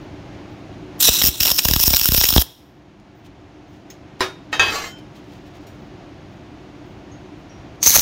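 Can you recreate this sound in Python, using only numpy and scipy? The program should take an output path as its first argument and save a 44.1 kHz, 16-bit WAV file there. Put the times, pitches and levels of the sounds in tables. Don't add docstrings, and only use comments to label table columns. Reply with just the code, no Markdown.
import sys
import numpy as np
from scipy import signal
from scipy.fft import rfft, irfft, next_fast_len
from scipy.io import wavfile
from scipy.ndimage import uniform_filter1d

SR = 44100
rng = np.random.default_rng(int(sys.argv[2]) if len(sys.argv) > 2 else 0)


def decibels_to_gain(level_db):
    exponent = np.asarray(level_db, float) / 20
    return 10 ** exponent


def materialize(psi):
    bounded = np.clip(np.atleast_2d(psi).T, -1, 1)
    quanta = np.round(bounded * 32767).astype(np.int16)
    wavfile.write(sys.argv[1], SR, quanta)


N = 353241
T = np.arange(N) / SR
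FIRST_ARC_S, SECOND_TACK_S = 1.0, 5


def arc():
    s, pop_db, body_db, pop_tilt_db = pops_in_order()
    touched = np.r_[np.diff(s) < 0.0055, False]
    sizzle_db, length_db = spells(s[~touched])
    between = ((s + np.roll(s, -1)) / 2)[touched]
    shorted_db = strikes(between, -9, np.hanning(int(0.005 * SR)))
    flutter_db = 2.5 * walk(600) + 0.8 * walk(120)
    crack = strikes(s - 0.0007, decibels_to_gain(pop_db + 10), np.ones(1))
    gas = rng.standard_normal(N) * decibels_to_gain(sizzle_db + shorted_db + flutter_db - 0.5)
    gas += flashes(s, pop_db) - crack
    lean_db = strikes(s, (pop_tilt_db + 7.5) / 2, np.hanning(int(0.005 * SR)))
    lit = uniform_filter1d(sizzle_db, SR // 50) > -85
    body = thump(s, body_db)
    crackle = resonate(gas, lit, length_db, lean_db) + whistle(sizzle_db + flutter_db)
    crackle += 0.4 * body + decibels_to_gain(-7.0) * band(crack, 3200, 3500)
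    return crackle, 0.54 * body + puffs()


# (time [s], pop [dB], dull
# body [dB], low over high treble [dB])
ARC_POPS = [(1.0034, -9, -33.5, -5), (1.0912, 1, -17, -7.5), (1.2176, -6.5, -23.5, -1.5),
            (1.2215, -3, -19.5, -7), (1.2364, -7, -28.5, -7), (1.241, -3, -19, -11.5),
            (1.252, -6.5, -22.5, -9.5), (1.2615, -6.5, -23.5, -12.5), (1.2693, -5, -28.5, -6),
            (1.273, -6, -25, -14.5), (1.2795, -7.5, -27, -10.5), (1.2843, -6.5, -24, -7.5),
            (1.289, -13, -29, -4.5), (1.4052, -5, -31, -5.5), (1.4092, -4, -27.5, -3),
            (1.4297, -8, -28.5, -2.5), (1.4333, -4.5, -23, -10.5), (1.4526, -8, -20.5, -7),
            (1.4557, -6.5, -30, 0), (1.459, -4.5, -19, 0.5), (1.4678, -10.5, -25, -1.5),
            (1.4707, -7.5, -22.5, -13), (1.4776, -8.5, -20, -3), (1.4816, -8.5, -32, -3),
            (1.485, -8, -21, -8.5), (1.492, -9, -31, -3), (1.495, -6, -29, 1), (1.5034, -7, -19, 0.5),
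            (1.5136, -7, -26.5, -1), (1.5168, -4, -17.5, -9), (1.5859, -5.5, -26.5, -1),
            (1.59, -1.5, -24, 3.5), (1.5928, -2, -24.5, 5),
            (1.6514, -5.5, -21, -1), (1.6552, -4, -13, -4.5), (1.6845, -7.5, -31, -7),
                 (1.687, -2.5, -16.5, -4), (1.712, -4, -21, -3.5), (1.737, -0.5, -15.5, -3.5),
                 (1.7612, -12, -23.5, -6), (1.7629, -4, -16, -6), (1.7961, -8.5, -27, -4.5),
                 (1.8006, -4.5, -21.5, -8), (1.8389, -7, -18.5, -7.5), (1.8804, -7, -16, -8.5),
                 (1.9048, -7.5, -28, -7.5), (1.908, -7, -24.5, -12), (1.934, -8, -19.5, -6),
                 (1.9389, -3, -16, 1.5), (1.9468, -5.5, -27, -5.5), (1.9633, -4, -26.5, -4.5),
                 (1.9682, 0.5, -25, -4), (1.9962, -6, -34.5, -10), (2.0143, -3.5, -28.5, 1.5),
                 (2.045, -9.5, -41.5, -9.5),
            (2.0574, -2, -20, -9.5), (2.0881, -4, -16, -5.5), (2.121, -5, -15, -3.5),
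                (2.143, -7.5, -31, -3.5), (2.1472, -2, -14, -5), (2.1774, -4, -27.5, -9),
                (2.1811, -5.5, -20.5, -8), (2.2134, -3, -19.5, 5.5), (2.237, -7, -19.5, -7),
                (2.24, -4, -18.5, 0.5), (2.2427, -0.5, -22, -9), (2.2544, -6, -29, 0),
                (2.2871, -7.5, -32, -8.5), (2.2898, -1, -25.5, -7.5), (2.3054, -5.5, -23, -11.5),
                (2.3269, -8.5, -19.5, -3.5), (2.3384, -6, -28, 0.5), (2.3639, -7, -6, 11.5),
                (2.3782, -10, -14.5, 2), (2.3806, -3.5, -12, 11), (2.4164, -9.5, -40, -9.5),
                (2.4204, -7.5, -29.5, -7),
            (7.8293, -11.5, -29, -3), (7.863, -1, -15.5, -2), (7.8709, -2, -18, -5.5),
                    (7.8766, -1.5, -25, -5), (7.8978, -5, -26.5, -9.5), (7.9055, -3, -28, -12.5),
                    (7.9658, -3, -10.5, 0.5), (7.976, -3.5, -26, -5.5), (7.984, -6, -22, -12),
                    (7.9904, -8.5, -29.5, -8.5), (7.9946, -4, -23.5, 0.5),
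            (1.0101, -7, -29.5, -5), (1.083, -6.5, -14, -2), (1.088, -6, -12.5, -2),
               (1.216, -7.5, -18.5, -3), (7.948, -8.5, -19, -4.5), (7.9579, -7, -17.5, 0),
               (7.9637, -8, -19, -3), (7.9975, -7, -28, -5)]


def pops_in_order():
    pops = ARC_POPS
    return np.transpose(sorted(map(tuple, pops)))


# (time [s], sizzle [dB], arc length [dB], swell after a pop or spell
# start [dB/s])
ARC_SPELLS = [(0, -90, 0.5, 0.5), (.978, -64.5, -4.5, 400.5), (0.991, -33, 9, 298.5),
              (1.004, -14, 1.5, -100), (1.029, -13, 6.5, 69), (1.095, -20.5, 7.5, 129),
              (1.143, -17, 7.5, -20), (1.219, -21, -0.5, 98.5), (1.297, -28, 9, -30.5), (1.4, -23, 0, 100),
              (1.525, -33.5, -3.5, 159.5), (1.579, -17.5, -0.5, 3.5), (1.596, -23, 2.5, -300),
              (1.62, -29, 0.5, 300), (1.654, -26.5, 0, 149.5), (1.8, -28, -1, 349),
              (1.885, -25, -0.5, 199.5), (2.089, -35.5, 1.5, 500), (2.119, -24, 0, 248),
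              (2.26, -22.5, 1, 100.5), (2.383, -24.5, -1.5, 151), (2.425, -90, -1, -7), (7.8, -60, 13, 397),
              (7.816, -35.5, 13.5, 99), (7.828, -18, 0.5, -200), (7.845, -21.5, -0.5, 202),
              (7.864, -15, -1.5, -100), (7.88, -17.5, 1, 116), (7.945, -11, -2, 6.5),
              (7.968, -20.5, 0.5, 150)]


def spells(pops_s):
    start, level_db, length_db, swell = np.transpose(ARC_SPELLS)
    now = np.maximum(np.searchsorted(start, T, "right") - 1, 0)
    slew = max(int(0.0032 * SR), 1)
    marks = np.sort(np.r_[pops_s, start])
    age = T - marks[np.maximum(np.searchsorted(marks, T, "right") - 1, 0)]
    sizzle_db = uniform_filter1d(level_db[now], slew) + swell[now] * age
    return sizzle_db, uniform_filter1d(length_db[now], 3 * slew)


def flashes(s, pop_db):
    age = np.arange(-150, 151) / SR + 0.0007
    flare = strikes(s, decibels_to_gain(pop_db), (age > 0) * np.exp(-(age / 0.0015) ** 2))
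    noise = np.sign(rng.standard_normal(N)) * flare
    return decibels_to_gain(-4.0) * signal.lfilter(*signal.butter(1, 11920, fs=SR), noise)


def mode_tilt(hz, length_db, cold_db):
    if hz < 2400:
        return -0.1 * length_db
    if 3550 < hz < 4600:
        return 0.63 * length_db
    if 5000 < hz <= 5600:
        return 1 - 1.1 * length_db - 0.6 * cold_db
    if 5600 < hz < 6050:
        return 0.63 * length_db - 0.6 * cold_db
    if 6050 < hz < 11000:
        return cold_db * (hz < 8000) + 0.045 * length_db
    if hz > 11000:
        return 1 - 0.91 * length_db
    return -0.15 * length_db


# (frequency [Hz], width [Hz], level [dB])
FIRST_NOZZLE = [(990, 1200, -20), (1850, 1000, -20.5), (2618, 260, -7.5), (2930, 270, -8.5),
                (3300, 390, -7), (3866, 560, -7.5), (5490, 1000, 0.5), (5790, 480, -6.5), (6280, 290, -9),
                (6880, 520, -9.5), (7630, 1300, -9), (9530, 1100, -11.5), (12130, 1540, -4.5),
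                (13300, 1300, -4), (15150, 1110, 0.5)]
SECOND_NOZZLE = [(1100, 1000, -20), (2400, 1400, -16), (4300, 1300, -11), (6230, 900, 2), (8500, 700, -12),
                 (10000, 800, -13), (12100, 1600, -9), (13800, 1200, -9), (15400, 900, -6)]


def resonate(gas, lit, length_db, lean_db):
    cold_db = 8 * (T > FIRST_ARC_S) * np.exp(-np.clip(T - FIRST_ARC_S, 0, None) / 0.02)
    out = np.zeros(N)
    for nozzle, on in ((FIRST_NOZZLE, lit & (T < SECOND_TACK_S)), (SECOND_NOZZLE, lit & (T >= SECOND_TACK_S))):
        power = sum(decibels_to_gain(2 * db) * width for hz, width, db in nozzle) * np.pi / SR
        for k, (hz, width, db) in enumerate(nozzle):
            side = int(hz < 4600) - int(hz > 9000)
            tilt_db = mode_tilt(hz, length_db, cold_db) + side * lean_db
            gain = decibels_to_gain(db + tilt_db + 5.5 + 1.8 * walk(60))[on]
            mode = band(band(gas[on], hz, 1.13 * width), hz, 1.13 * width)
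            out[on] += (-1) ** k * gain * mode / np.sqrt(power)
    return out


# (time [s], low pitch [Hz], high pitch [Hz], level over the sizzle [dB])
WHISTLE_GLIDE = [(1.005, 4250, 6300, -16), (1.03, 4050, 6100, -7), (1.06, 3900, 5950, -5),
                 (1.09, 3720, 5450, -6), (1.11, 3850, 5700, -7), (1.15, 3950, 5820, -5),
                 (1.19, 3900, 5850, -6), (1.215, 3700, 5600, -10), (1.23, 3700, 5500, -30)]


def whistle(level_db):
    low_hz, high_hz, db = curve(WHISTLE_GLIDE)
    on = (T > WHISTLE_GLIDE[0][0]) & (T < WHISTLE_GLIDE[-1][0])
    lowpass = signal.butter(2, 170, fs=SR)
    tones = 0
    for hz, up_db in ((low_hz, 0), (high_hz, 3.5)):
        phase = 2 * np.pi * np.cumsum(hz) / SR
        for carrier in (np.cos(phase), np.sin(phase)):
            breath = unit(signal.lfilter(*lowpass, rng.standard_normal(N)))
            tones = tones + decibels_to_gain(up_db) * breath * carrier
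    return on * decibels_to_gain(level_db + db) * tones / 2


def thump(s, body_db):
    burst_db = body_db + 13.0
    thud = np.sign(rng.standard_normal(N)) * strikes(s, decibels_to_gain(burst_db), np.hanning(int(0.0062 * SR)))
    return decibels_to_gain(-2.0) * band(band(thud, 430, 1100), 430, 1100)


# (time [s], signed amplitude [full scale])
AIR_PUFFS = [(1.092, 0.25), (1.221, -0.056), (1.2403, .2), (1.2614, -0.058), (1.272, -0.13),
             (1.2864, -0.18), (1.41, -0.14), (1.4596, -0.04), (1.5177, -0.09), (1.6542, -0.26),
             (1.6874, 0.23), (1.7115, -0.37), (1.7367, -0.24), (1.7638, -0.33), (1.801, -0.11),
             (1.8398, -0.11), (1.8787, -0.43), (1.9089, -0.16), (1.9381, -.25), (2.0142, 0.09),
             (2.0595, -0.029), (2.0894, 0.36), (2.121, -0.38), (2.1473, -0.21), (2.18, -0.31),
             (2.214, -0.11), (2.2433, -0.093), (2.2895, -.091), (2.307, -0.037), (2.329, 0.16),
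             (2.3633, -0.87), (2.3808, -0.86), (7.8636, -0.044), (7.878, -0.098), (7.9572, -0.06),
             (7.9668, 0.062), (7.983, -0.11), (7.9944, 0.038)]


def puffs():
    puff_s, puff = np.transpose(AIR_PUFFS)
    push = strikes(puff_s + 0.0011, puff, np.hanning(int(0.0036 * SR)))
    swing = 2 * np.pi * 62
    high_pass = signal.bilinear([1, 0, 0], [1, 0.37 * swing, swing ** 2], SR)
    return signal.lfilter(*high_pass, push) - decibels_to_gain(1.0) * band(push, 34, 30)


# (time [s], peak [dB], pitch [Hz])
POOL_PLOPS = [(1.086, -12, 770), (1.219, -12, 2100), (1.238, -13, 1850), (1.311, -33, 2240),
              (1.408, -21, 1850), (1.431, -17, 1590), (1.457, -21, 751), (1.502, -21, 982),
              (1.515, -14.5, 958), (1.589, -21, 1730), (1.653, -9.5, 950), (1.686, -13, 1730),
              (1.711, -21, 834), (1.735, -12, 1750), (1.762, -15.5, 1210), (1.798, -18, 937),
              (1.834, -23, 942), (1.838, -15, 880), (1.879, -17, 840), (1.903, -23, 964),
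              (1.937, -11, 2370), (1.966, -19, 2240), (1.995, -25, 2330), (2.013, -21, 1810),
              (2.055, -13, 1530), (2.087, -11.5, 1690), (2.12, -16, 961), (2.146, -16, 982),
              (2.179, -17, 2360), (2.213, -18, 953), (2.238, -11.5, 1920), (2.288, -18, 2342),
              (2.304, -19, 886), (2.326, -17, 1300), (2.362, -4, 982), (2.379, -8, 803), (2.419, -26, 751)]
MORE_POOL_PLOPS = [(2.362, -6, 390), (2.379, -9, 300), (2.145, -15, 530), (1.7, -15, 480),
                   (7.862, -13, 1050), (7.871, -14.5, 1080), (7.956, -13.5, 700), (7.965, -11, 680)]


def plops():
    out, age = np.zeros(N), np.arange(-300, 301) / SR
    length_s = 0.0013
    for s, db, hz in list(POOL_PLOPS) + list(MORE_POOL_PLOPS):
        at = int((s + length_s) * SR)
        out[at - 300:at + 301] += decibels_to_gain(db - 3.5) * np.exp(-(age / length_s) ** 2) * np.cos(2 * np.pi * hz * age)
    return out


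# (time [s], blow [dB], contact [ms], bench clatter [dB], clatter t60 [s])
LIFT_BLOWS = [(4.205, -19, 12, -18.5, 0.24)]
TOUCH_BLOWS = [(4.528, -21, 5, -23.5, 0.245)]
DROP_BLOWS = [
    (4.594, -6, 14, -18.5, 0.4),
    (4.628, -25.5, 4, -30, .05),
    (4.682, -24.5, 4, -28.5, 0.05),
]
# (frequency [Hz], level [dB], t60 [s])
LIFTED_BOX = [(101, -4.5, 0.13), (375.7, 1, 0.26), (1015, 4, 0.089), (1856, 1, 0.13), (2891, -14, 0.071),
              (3112, -16, 0.2), (3266, -9, 0.16), (3710, -12, 0.4), (3970, 0, 0.13), (5070, -4, 0.133),
              (5240, -12, 0.14), (7220, -7.5, 0.074), (9200, -11, 0.17), (11450, -24, .15),
              (14520, -22, 0.2)]
TOUCHING_BOX = [(1300, -5, .08), (1857, 4.5, .07), (2275, 1, .06), (2584, 1.5, 0.2), (3133, -3, 0.57),
                (3740, -6.5, 0.32), (3838, -14, .14), (4000, -12, .12), (4743, -11, .2), (5190, -15, .19),
                (6412, -13, .16), (7203, -13.5, 0.088)]
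DROPPED_BOX = [(390, -21, 0.3), (1333, -8, .1), (1610, -9, 0.25), (1826, -2.5, 0.15), (2571, 1, 0.26),
               (3128, -13.5, .6), (3402, -14.5, 0.35), (3677, -5.5, 0.1), (3247, -17, 0.5),
               (3828, -17, 0.4), (4738, -17, 0.6), (92, -17, .4), (6105, -6, 0.05), (6611, -11.5, .15)]
# (time [s], level [dB])
DRAG_LEVEL = [(4.6, -65), (4.64, -38), (4.7, -35), (4.76, -37), (4.82, -39.5), (4.88, -41.5), (4.91, -51.5),
              (4.94, -80), (5.03, -76)]
# (frequency [Hz], level [dB per Hz])
DRAG_SPECTRUM = [(180, -16), (400, -7.5), (1200, -7.5), (2500, -10.5), (4000, -9.5), (7350, -14.5),
                 (7700, -23), (10500, -29), (13500, -24), (16000, -28)]
# (time [s], length [s], frequency [Hz], level [dB])
EDGE_SONGS = [(4.69, .04, 3960, -35), (4.71, .14, 1140, -34), (4.78, .14, 2055, -39), (4.8, .23, 3110, -45),
              (4.68, .11, 4738, -44), (4.66, .035, 1826, -27), (4.84, .18, 1450, -54),
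              (4.97, .12, 10620, -76), (4.69, .04, 13800, -50), (4.84, .24, 5250, -62),
              (4.75, .03, 6300, -42), (4.71, .07, 7300, -44), (4.78, .06, 6150, -46),
              (4.81, .08, 7450, -47)]
# (time [s], length [s], level [dB])
GLOVE_SCUFFS = [(2.998, .004, -52), (3.237, 0.047, -52), (3.678, 0.15, -61), (4.961, 0.056, -54),
                (5.13, 0.09, -55), (5.279, 0.12, -55.5), (5.451, 0.04, -55), (5.53, 0.06, -54),
                (5.6, 0.051, -59), (4.19, 0.027, -41.5), (4.516, .022, -43), (5.24, .004, -52),
                (4.949, 0.8, -64.5), (5.673, .16, -62)]
# (frequency [Hz], level [dB per Hz])
SCUFF_SPECTRUM = [(1500, 7.5), (3000, 13), (7000, 4), (8000, -4), (11000, -7), (14500, -4), (16000, -7)]


def handling():
    grit_db = curve(DRAG_LEVEL, -140)[0] + 3.3 * walk(200) + 1.5 * walk(30.07) + 2.5
    grit = rng.standard_normal(N) * decibels_to_gain(grit_db)
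    drag = bench(decibels_to_gain(-2.5) * grit, DRAG_SPECTRUM, plain_db=-4.0, ring_db=-39.0, t60=0.12)
    for s, length, hz, db in EDGE_SONGS:
        tone = np.sin(2 * np.pi * hz * T + 1.1 * walk(60))
        drag += decibels_to_gain(db) * burst(s, length) * decibels_to_gain(3 * walk(70) + 3) * tone
    rustle = sum(decibels_to_gain(db) * burst(s, length) for s, length, db in GLOVE_SCUFFS) * decibels_to_gain(2.0 * walk(150))
    blows = box(LIFT_BLOWS, LIFTED_BOX) + box(TOUCH_BLOWS, TOUCHING_BOX) + box(DROP_BLOWS, DROPPED_BOX)
    return blows + drag + colour(rustle * rng.standard_normal(N), SCUFF_SPECTRUM)


# (frequency [Hz], level [dB per Hz])
CLATTER_SPECTRUM = [(60, -41), (200, -13), (700, -4.5), (1800, -3), (3000, -7.5), (6400, -15), (7400, -24),
                    (8000, -26), (16000, -32)]


def box(hits, modes):
    force, clatter = 0, 0
    for s, db, ms, bench_db, t60 in hits:
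        rattle = fade(s, 3 * ms / 1000) * rng.standard_normal(N) / np.sqrt(ms * SR / 1500)
        blow = strikes([s + ms / 8000], [decibels_to_gain(db - 0.5)], np.ones(1))
        force = force + decibels_to_gain(db - 5.5) * rattle + blow
        clatter = clatter + decibels_to_gain(bench_db) * fade(s, t60, 0.0015)
    stilled = np.exp(-np.log(1000) * np.clip(T - 4.7, 0, None) / 0.12)
    contacts = clatter * rng.standard_normal(N)
    return stilled * ring(force, modes) + bench(contacts, CLATTER_SPECTRUM, plain_db=-7.5, ring_db=-41.5, t60=0.0396)


def bench(force, points, plain_db, ring_db, t60):
    hz = np.linspace(250, 15700, 110) + 60 * rng.standard_normal(110)
    size, life = rng.standard_normal((2, 110))
    modes = zip(hz, ring_db + 1.3 * size, t60 * np.exp(0.25 * life))
    return colour(ring(force, modes, restless_db=3) + decibels_to_gain(plain_db) * force, points)


# (time [s], peak [dB], crack [dB])
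GRIP_CONTACT = (3.902, -38, -43)
TORCH_CONTACT = (5.668, -58, -49)
# (frequency [Hz], level [dB], t60 [s])
GRIP_MODES = [(1970, -4, 0.053), (5056, -11, 0.15), (5430, -3.5, .078), (6380, 0.5, 0.097), (6900, -5, 0.1),
              (13900, -13, .069), (15100, -3, 0.058)]
TORCH_MODES = [(5658, 3, .24), (6920, 2, 0.31), (8700, -7, .3), (9550, -6, 0.19), (10700, -6, .19),
               (11650, -7, .25), (12780, 0, .08), (13390, -9, .2), (13600, -6, .2), (15200, -2, .25),
               (14500, 0, .25), (7800, -4, .15)]
# (time [s], frequency [Hz], peak [dB], t60 [s])
COOLING_PINGS = [(7.116, 6562, -50, .25), (7.116, 6153, -54, .13), (7.25, 6153, -62, .15),
                 (7.495, 5658, -51, .42), (7.495, 6153, -58, .15), (7.753, 12800, -64, .02),
                 (3.68, 6450, -64, .3), (2.999, 9000, -68, .08)]
# (time [s], level [dB])
BELT_SQUEAKS = [(0, -68.5), (.495, -69), (3.145, -69), (3.675, -70), (5.255, -73), (5.795, -69),
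                (6.312, -73), (6.849, -68), (7.368, -72)]


def ticks():
    out = 0
    for (s, db, crack_db), modes in ((GRIP_CONTACT, GRIP_MODES), (TORCH_CONTACT, TORCH_MODES)):
        crack = colour(decibels_to_gain(crack_db) * fade(s, 0.17) * rng.standard_normal(N), SCUFF_SPECTRUM)
        out = out + crack + ring(strikes([s], [decibels_to_gain(db)], np.ones(1)), modes)
    for s, hz, db, t60 in COOLING_PINGS:
        out = out + decibels_to_gain(db) * fade(s, t60) * np.sin(2 * np.pi * hz * T)
    belt = sum(decibels_to_gain(db) * fade(s, 0.35, 0.012) for s, db in BELT_SQUEAKS)
    return out + decibels_to_gain(2.0) * belt * unit(band(rng.standard_normal(N), 14920, 120))


def room(x, early_db=-14, early_t60=0.14, late_db=-19, late_t60=0.56, dull_hz=7000):
    age = T[:SR]
    early, late = (unit(np.exp(-np.log(1000) * age / t)) * (age > 0.003) * rng.standard_normal(SR) / np.sqrt(SR)
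                   for t in (early_t60, late_t60))
    echo = decibels_to_gain(early_db) * early + decibels_to_gain(late_db) * signal.lfilter(*signal.butter(1, dull_hz, fs=SR), late)
    return signal.fftconvolve(x, echo)[:N]


# (frequency [Hz], level [dB per Hz])
RUSH_SPECTRUM = [(14, -60.5), (44, -3), (142, 0.5), (248, -6.5), (301, -5.5), (367, -4), (440, -13.5),
                 (678, -9), (1220, -18.5), (2800, -23), (6800, -36), (7800, -50.5), (10000, -73),
                 (16000, -61.5)]
# (frequency [Hz], width [Hz], level [dB])
FAN_HUM = [(107, 11, -50), (201.8, 6.5, -52.5), (297.3, 19, -44), (370, 7.2, -51.5), (694, 20, -60)]


def shop():
    rush = colour(rng.standard_normal(N), RUSH_SPECTRUM) * decibels_to_gain(0.4 * walk(9.9) + 1.5)
    hum = sum(decibels_to_gain(db + 41.5) * unit(band(rng.standard_normal(N), hz, width)) for hz, width, db in FAN_HUM)
    return (rush + hum) * decibels_to_gain(-39 + ducking())


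def ducking():
    sunk_s, recover_s = 2.5, 1.37
    sinking = np.clip((T - FIRST_ARC_S) / (sunk_s - FIRST_ARC_S), 0, 1)
    held = np.exp(-np.clip(T - sunk_s, 0, None) / recover_s)
    dip_db = -8 * np.exp(-((T - 2.55) / 0.031) ** 2)
    return sinking * (-2 - 9.5 * held) + dip_db


def ring(x, modes, restless_db=0):
    busy = np.flatnonzero(np.abs(x) > 1e-6)
    span, out = slice(busy[0], busy[-1] + SR // 2), np.zeros(N)
    for hz, db, t60 in modes:
        r = np.exp(-np.log(1000) / (min(t60, 0.6) * SR))
        w = 2 * np.pi * hz / SR
        wander = np.interp(T[span] * 25, np.arange(210), rng.standard_normal(210))
        favour = decibels_to_gain(db + restless_db * wander)
        out[span] += signal.lfilter([0, np.sin(w)], [1, -2 * r * np.cos(w), r * r], favour * x[span])
    return out


def band(x, hz, width):
    return signal.lfilter(*signal.iirpeak(min(hz, 16500), hz / width, SR), x)


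def colour(x, points):
    hz, db = np.transpose(points)
    size = next_fast_len(N, True)
    gain = decibels_to_gain(np.interp(np.log(np.fft.rfftfreq(size, 1 / SR) + 1), np.log(hz), db))
    return irfft(rfft(x, size) * unit(gain), size)[:N]


def unit(x):
    return x / np.sqrt(np.mean(x ** 2))


def strikes(times, sizes, shape):
    x = np.zeros(N)
    np.add.at(x, np.clip((np.asarray(times) * SR).astype(int), 0, N - 1), sizes)
    return signal.fftconvolve(x, shape, "same")


def fade(s, t60, rise=0.00036):
    age = np.clip(T - s, 0, None)
    return (1 - np.exp(-age / rise)) * np.exp(-np.log(1000) * age / t60)


def burst(s, length):
    return np.clip(np.minimum(T - s, s + length - T) / (0.39 * length), 0, 1)


def walk(rate):
    k = max(int(SR / rate), 2)
    return 1.2 * uniform_filter1d(np.repeat(rng.standard_normal(N // k + 1), k), k)[:N]


def curve(rows, outside=None):
    s, *columns = np.transpose(rows)
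    return [np.interp(T, s, c, outside, outside) for c in columns]


def scene():
    crackle, air = arc()
    near = crackle + plops() + handling() + ticks()
    return (near + room(near) + air + shop())[None]


def band_limit(x):
    return signal.sosfilt(signal.butter(12, 16290, fs=SR, output="sos"), x)


def record(dry):
    top = signal.sosfilt(signal.ellip(8, 0.3, 50, 15800, fs=SR, output="sos"), dry)
    mix = np.clip(np.tanh(0.64 * top) / 0.75, -1, 1)
    return band_limit(mix)


dry = scene()
out = record(dry)
materialize(out)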